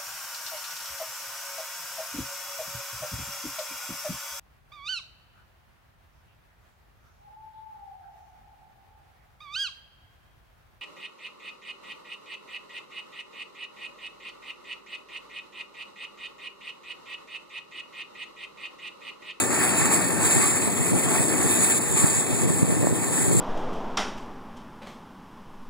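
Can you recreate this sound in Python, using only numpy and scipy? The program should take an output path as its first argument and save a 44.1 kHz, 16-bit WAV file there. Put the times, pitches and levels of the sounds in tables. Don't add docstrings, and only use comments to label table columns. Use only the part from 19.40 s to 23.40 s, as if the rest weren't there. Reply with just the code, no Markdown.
import sys
import numpy as np
from scipy import signal
from scipy.fft import rfft, irfft, next_fast_len
from scipy.io import wavfile
from scipy.ndimage import uniform_filter1d, map_coordinates

SR = 44100
rng = np.random.default_rng(int(sys.argv[2]) if len(sys.argv) > 2 else 0)


def digitize_waveform(pressure):
    field = np.atleast_2d(pressure).T
    bounded = np.clip(field, -1, 1)
    quanta = np.round(bounded * 32767).astype(np.int16)
    wavfile.write(sys.argv[1], SR, quanta)


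N = 176400

# t/s, relative level/dB
HISS_ENVELOPE = [(0.0, -23.5), (0.07, -33), (0.11, -32), (0.24, -24), (0.3, -27.5), (0.36, -29),
                 (0.39, -25), (0.42, -29), (0.46, -27), (0.49, -31), (0.54, -23.5), (0.6, -29.5),
                 (0.79, -31.5), (0.83, -25.5), (1.04, -26), (1.37, -31.5), (1.66, -29.5), (1.71, -29.5),
                 (1.84, -26.5), (1.93, -31), (2.13, -25), (2.2, -24.5), (2.3, -25.5), (2.378, -24.5),
                 (2.395, -30.3), (2.54, -30.5), (2.6, -25), (2.66, -28.5), (2.78, -26.5), (2.805, -25),
                 (2.82, -31), (3.66, -33.5), (3.72, -31), (3.81, -28.5), (3.85, -29.5), (3.95, -27.5),
                 (3.98, -26)]
RUSH_ENVELOPE = [(0, -29.5), (.07, -37.5), (.12, -31.5), (.23, -27.5), (.36, -29), (.62, -31), (.76, -36),
                 (.84, -30), (.97, -30), (1.03, -28.5), (1.08, -33.5), (1.28, -34.5), (1.34, -37),
                 (1.66, -35), (1.79, -31), (1.86, -36.5), (2.24, -32), (2.33, -30.5), (2.37, -36),
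                 (2.52, -39), (2.57, -33.5), (2.78, -34.5), (2.84, -37.5), (3.35, -39), (3.65, -38.5),
                 (3.77, -36), (4, -37.5)]
ROAR_ENVELOPE = [(0, -29), (.45, -27.5), (.85, -28), (1.1, -30.5), (1.4, -29.5), (1.75, -27), (2.1, -28),
                 (2.42, -31), (2.8, -31), (3.2, -30), (3.45, -31), (3.7, -30), (4, -31)]
# t/s, standard deviation/s, relative level/dB
FLARE_UPS = [(.44, 0.039, -21.5), (.57, 0.022, -24), (.78, 0.028, -27), (.87, 0.022, -25),
             (.99, 0.023, -17), (1.28, 0.018, -24), (1.41, .04, -24), (1.54, 0.022, -15.5),
             (1.68, 0.075, -28), (1.8, 0.011, -19), (1.93, 0.05, -34), (2.05, 0.013, -19.5),
             (2.2, 0.018, -28), (2.35, .03, -28), (2.53, 0.022, -19), (2.645, 0.014, -19),
             (2.71, 0.013, -23), (2.78, .016, -21), (2.93, 0.049, -22), (3.09, 0.047, -15.5),
             (3.235, 0.033, -20.5), (3.3, 0.015, -16), (3.45, 0.1, -19.5), (3.73, 0.12, -28),
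             (3.939, 0.071, -16)]
# t/s, peak level/dB, nominal f/Hz
FLAME_THUMPS = [(1.276, -17, 330), (1.528, -11.5, 280), (2.644, -8, 169), (2.778, -21, 200),
                (3.091, -21, 220), (3.224, -18, 220), (3.231, -6.5, 186), (3.301, -11.5, 300),
                (3.327, -15.5, 338), (3.416, -15, 350), (3.43, -12, 418), (3.445, -12.5, 420),
                (3.4715, -9.5, 530), (3.509, -19, 400), (3.527, -12, 280), (3.913, -16, 330),
                (3.950, -14, 280)]
# f/Hz, relative level/dB
HISS_SPECTRUM = [(1500, -37), (2600, -23.5), (3300, -13), (4600, -19), (5300, -22.5), (6200, -18.5),
                 (6900, -3), (7600, -1), (8600, 1), (9600, -2.5), (10800, -17), (11500, -23), (13000, -17),
                 (15500, -19.5)]
RUSH_SPECTRUM = [(500, -21), (680, -3), (1000, -5.5), (1300, -1.5), (1520, -5), (1950, -1.5), (2700, -1.5),
                 (3100, -34), (4500, -10.5), (7000, -37)]
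RUMBLE_SPECTRUM = [(25, -25), (50, -21), (70, -20), (90, -1), (130, 7), (220, -2.5), (380, -4.5),
                   (600, -21.5), (1100, -28.5), (2500, -66)]
ROAR_SPECTRUM = [(25, -11), (50, -26), (70, -21), (90, -5), (125, -4.5), (180, -1.5), (230, -1.5),
                 (310, -.5), (420, -2.5), (540, -7.5), (880, -9), (1200, -16), (2200, -63)]
FIREBALL_SPECTRUM = [(150, -26), (260, -5), (330, -3), (395, 2), (520, -28), (1200, -70)]
# f/Hz, bandwidth/Hz, gain/dB
RUSH_RESONANCES = [(874, 79, 7.5), (1130, 100, 6.5), (1767, 250, 5.5)]
ROAR_RESONANCES = [(114, 12.5, 4), (175.8, 12, 6.5), (248, 20, 4.5), (310, 26, 3), (382, 31, 3.5)]
# f/Hz, left minus right/dB
RUSH_BALANCE = [(900, 2.5), (1400, 0.5), (1800, -0.5), (2600, -0.5)]
ROAR_BALANCE = [(90, -4), (260, 4), (490, 10), (780, 8.5), (1100, 10.5)]
# f/Hz, phase/rad
RUSH_EXTRA_PHASE = [(880, 1), (1150, 0.11), (1480, 0.46), (1900, -0.017), (2900, -0.049)]
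ROAR_PHASE = [(90, 0.69), (260, 2.2), (430, 1.98), (600, 2), (850, 4.2), (1500, 2.5)]
# f/Hz, coherence (clipped to 0-0.995 in use)
ROAR_COHERENCE = [(90, -0.13), (300, 1), (480, 1), (800, 1.5)]

SIDES = np.array([[.5], [-.5]])
JET_LAG_S, FLAME_LAG_S = .000339, .00036
HISS_GAIN_DB, RUSH_GAIN_DB, RUMBLE_GAIN_DB, FLARE_FLOOR_DB = 4, 1.5, -5, -31.5
PUFF_COUNT, PUFF_HZ, PUFF_SPREAD_OCTAVES, PUFF_GAIN_DB, PUFF_SPREAD_DB = 320, 238, 0.65, -3.5, 1.5
PULSE_CYCLES = 0.61
FIREBALL_S, FIREBALL_SIGMA_S, FIREBALL_DB = 2.02, 0.14, -34
LOW_CUT_HZ, TOP_HZ = 58, 15750


def gas_jet():
    flutter = wobble(45)
    lead = lambda hz: 2 * np.pi * hz * JET_LAG_S
    grainy = turbulence(patchy_db=1.9) * amp(0.35 * wobble(1400))
    hiss = ports(grainy, HISS_SPECTRUM, lead, balance_db=lambda hz: -.2)
    hollow = resonant(turbulence(patchy_db=1.45) * amp(0.67 * wobble(700)), RUSH_RESONANCES)
    rush = ports(hollow, RUSH_SPECTRUM, lead=lambda hz: lead(hz) + along(RUSH_EXTRA_PHASE, hz),
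                 balance_db=lambda hz: along(RUSH_BALANCE, hz))
    hiss_db = curve(HISS_ENVELOPE) + HISS_GAIN_DB + 1.2 * flutter + 0.48 * wobble(130)
    rush_db = curve(RUSH_ENVELOPE) + RUSH_GAIN_DB + 0.93 * flutter
    return hiss * amp(hiss_db) + rush * amp(rush_db)


def flares():
    power = amp(FLARE_FLOOR_DB) ** 2
    power += sum((amp(db) * gaussian(s, sigma)) ** 2 for s, sigma, db in FLARE_UPS)
    noise = turbulence(patchy_db=1.0) * amp(1.2 * wobble(160))
    rumble = ports(noise, RUMBLE_SPECTRUM, lead=lambda hz: 2 * np.pi * hz * FLAME_LAG_S)
    jitter, strength, pitch = rng.standard_normal(size=(PUFF_COUNT, 3)).T
    times = np.clip((np.arange(PUFF_COUNT) + .5 * jitter) / PUFF_COUNT, 0, 1) * N / SR
    puff_db = PUFF_GAIN_DB + PUFF_SPREAD_DB * strength
    puff_hz = PUFF_HZ * 2 ** (PUFF_SPREAD_OCTAVES * pitch)
    flapping = pressure_pulses(zip(times, puff_db, puff_hz))
    return (rumble * amp(RUMBLE_GAIN_DB) + flapping) * np.sqrt(power)


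def pressure_pulses(rows, balance_db=0):
    t = np.arange(N) / SR + SIDES * FLAME_LAG_S
    pressure = np.zeros((2, N))
    for s, db, hz in rows:
        near = slice(max(int(s * SR) - 1024, 0), int(s * SR) + 1024)
        scaled_time = (t[:, near] - s) * hz * np.pi / PULSE_CYCLES
        pressure[:, near] -= amp(db) * scaled_time * np.exp((1 - scaled_time ** 2) / 2)
    return pressure * amp(SIDES * balance_db)


def roar():
    def combustion(spectrum):
        hollow = resonant(turbulence(patchy_db=0.36), ROAR_RESONANCES)
        return ports(hollow, spectrum, lead=lambda hz: along(ROAR_PHASE, hz),
                     balance_db=lambda hz: along(ROAR_BALANCE, hz),
                     coherence=lambda hz: along(ROAR_COHERENCE, hz))
    steady = combustion(ROAR_SPECTRUM) * amp(curve(ROAR_ENVELOPE) + 0.81 * wobble(60))
    fireball = combustion(FIREBALL_SPECTRUM) * amp(FIREBALL_DB) * gaussian(FIREBALL_S, FIREBALL_SIGMA_S)
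    return steady + fireball


def turbulence(patchy_db):
    spectra = signal.stft(rng.standard_normal((2, N)), nperseg=512)[2]
    patches = uniform_filter1d(rng.standard_normal(spectra.shape[1:]), size=5, axis=0)
    patches = uniform_filter1d(patches, size=14, axis=1)
    return signal.istft(spectra * amp(patchy_db * unit(patches)), nperseg=512)[1][:, :N]


def resonant(x, peaks):
    def lift_db(hz):
        return sum(db / (1 + (2 * (hz - centre) / width) ** 2) for centre, width, db in peaks)
    return filtered(x, lambda hz: amp(lift_db(hz)))


def ports(pair, spectrum, lead, balance_db=lambda hz: 0, coherence=lambda hz: 1):
    def shares(hz):
        angle = np.arccos(np.clip(coherence(hz), 0, .995)) * np.ones_like(hz) / 2
        return amp(along(spectrum, hz)) * np.array([np.cos(angle), np.sin(angle)])
    common, apart = filtered(pair, shares)
    left_right = np.array([common + apart, common - apart])
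    return unit(filtered(left_right, lambda hz: amp(SIDES * balance_db(hz)) * np.exp(1j * SIDES * lead(hz))))


def filtered(x, response):
    size = next_fast_len(N + 8192)
    return irfft(rfft(x, size) * response(np.fft.rfftfreq(size, 1 / SR)), size)[..., :N]


def wobble(rate):
    return map_coordinates(rng.standard_normal(8192), [np.arange(N) * rate / SR], mode="wrap")


def gaussian(centre_s, sigma_s):
    return np.exp(-.5 * ((np.arange(N) / SR - centre_s) / sigma_s) ** 2)


def curve(rows):
    return np.interp(np.arange(N) / SR, *np.transpose(rows))


def along(rows, hz):
    f, value = np.transpose(rows)
    return np.interp(np.log(hz + 1), np.log(f + 1), value)


def amp(db):
    return 10 ** (np.asarray(db) / 20)


def unit(x):
    return x / np.sqrt(np.mean(x ** 2) + 1e-20)


def scene():
    return gas_jet() + roar() + flares() + pressure_pulses(FLAME_THUMPS, balance_db=-1.5)


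def record(dry):
    low_cut = lambda hz: (hz / LOW_CUT_HZ) ** 3 / np.sqrt(1 + (hz / LOW_CUT_HZ) ** 6)
    return filtered(dry * np.array([[1], [-1]]), lambda hz: low_cut(hz) * (hz < TOP_HZ))


dry = scene()
out = record(dry)
digitize_waveform(out)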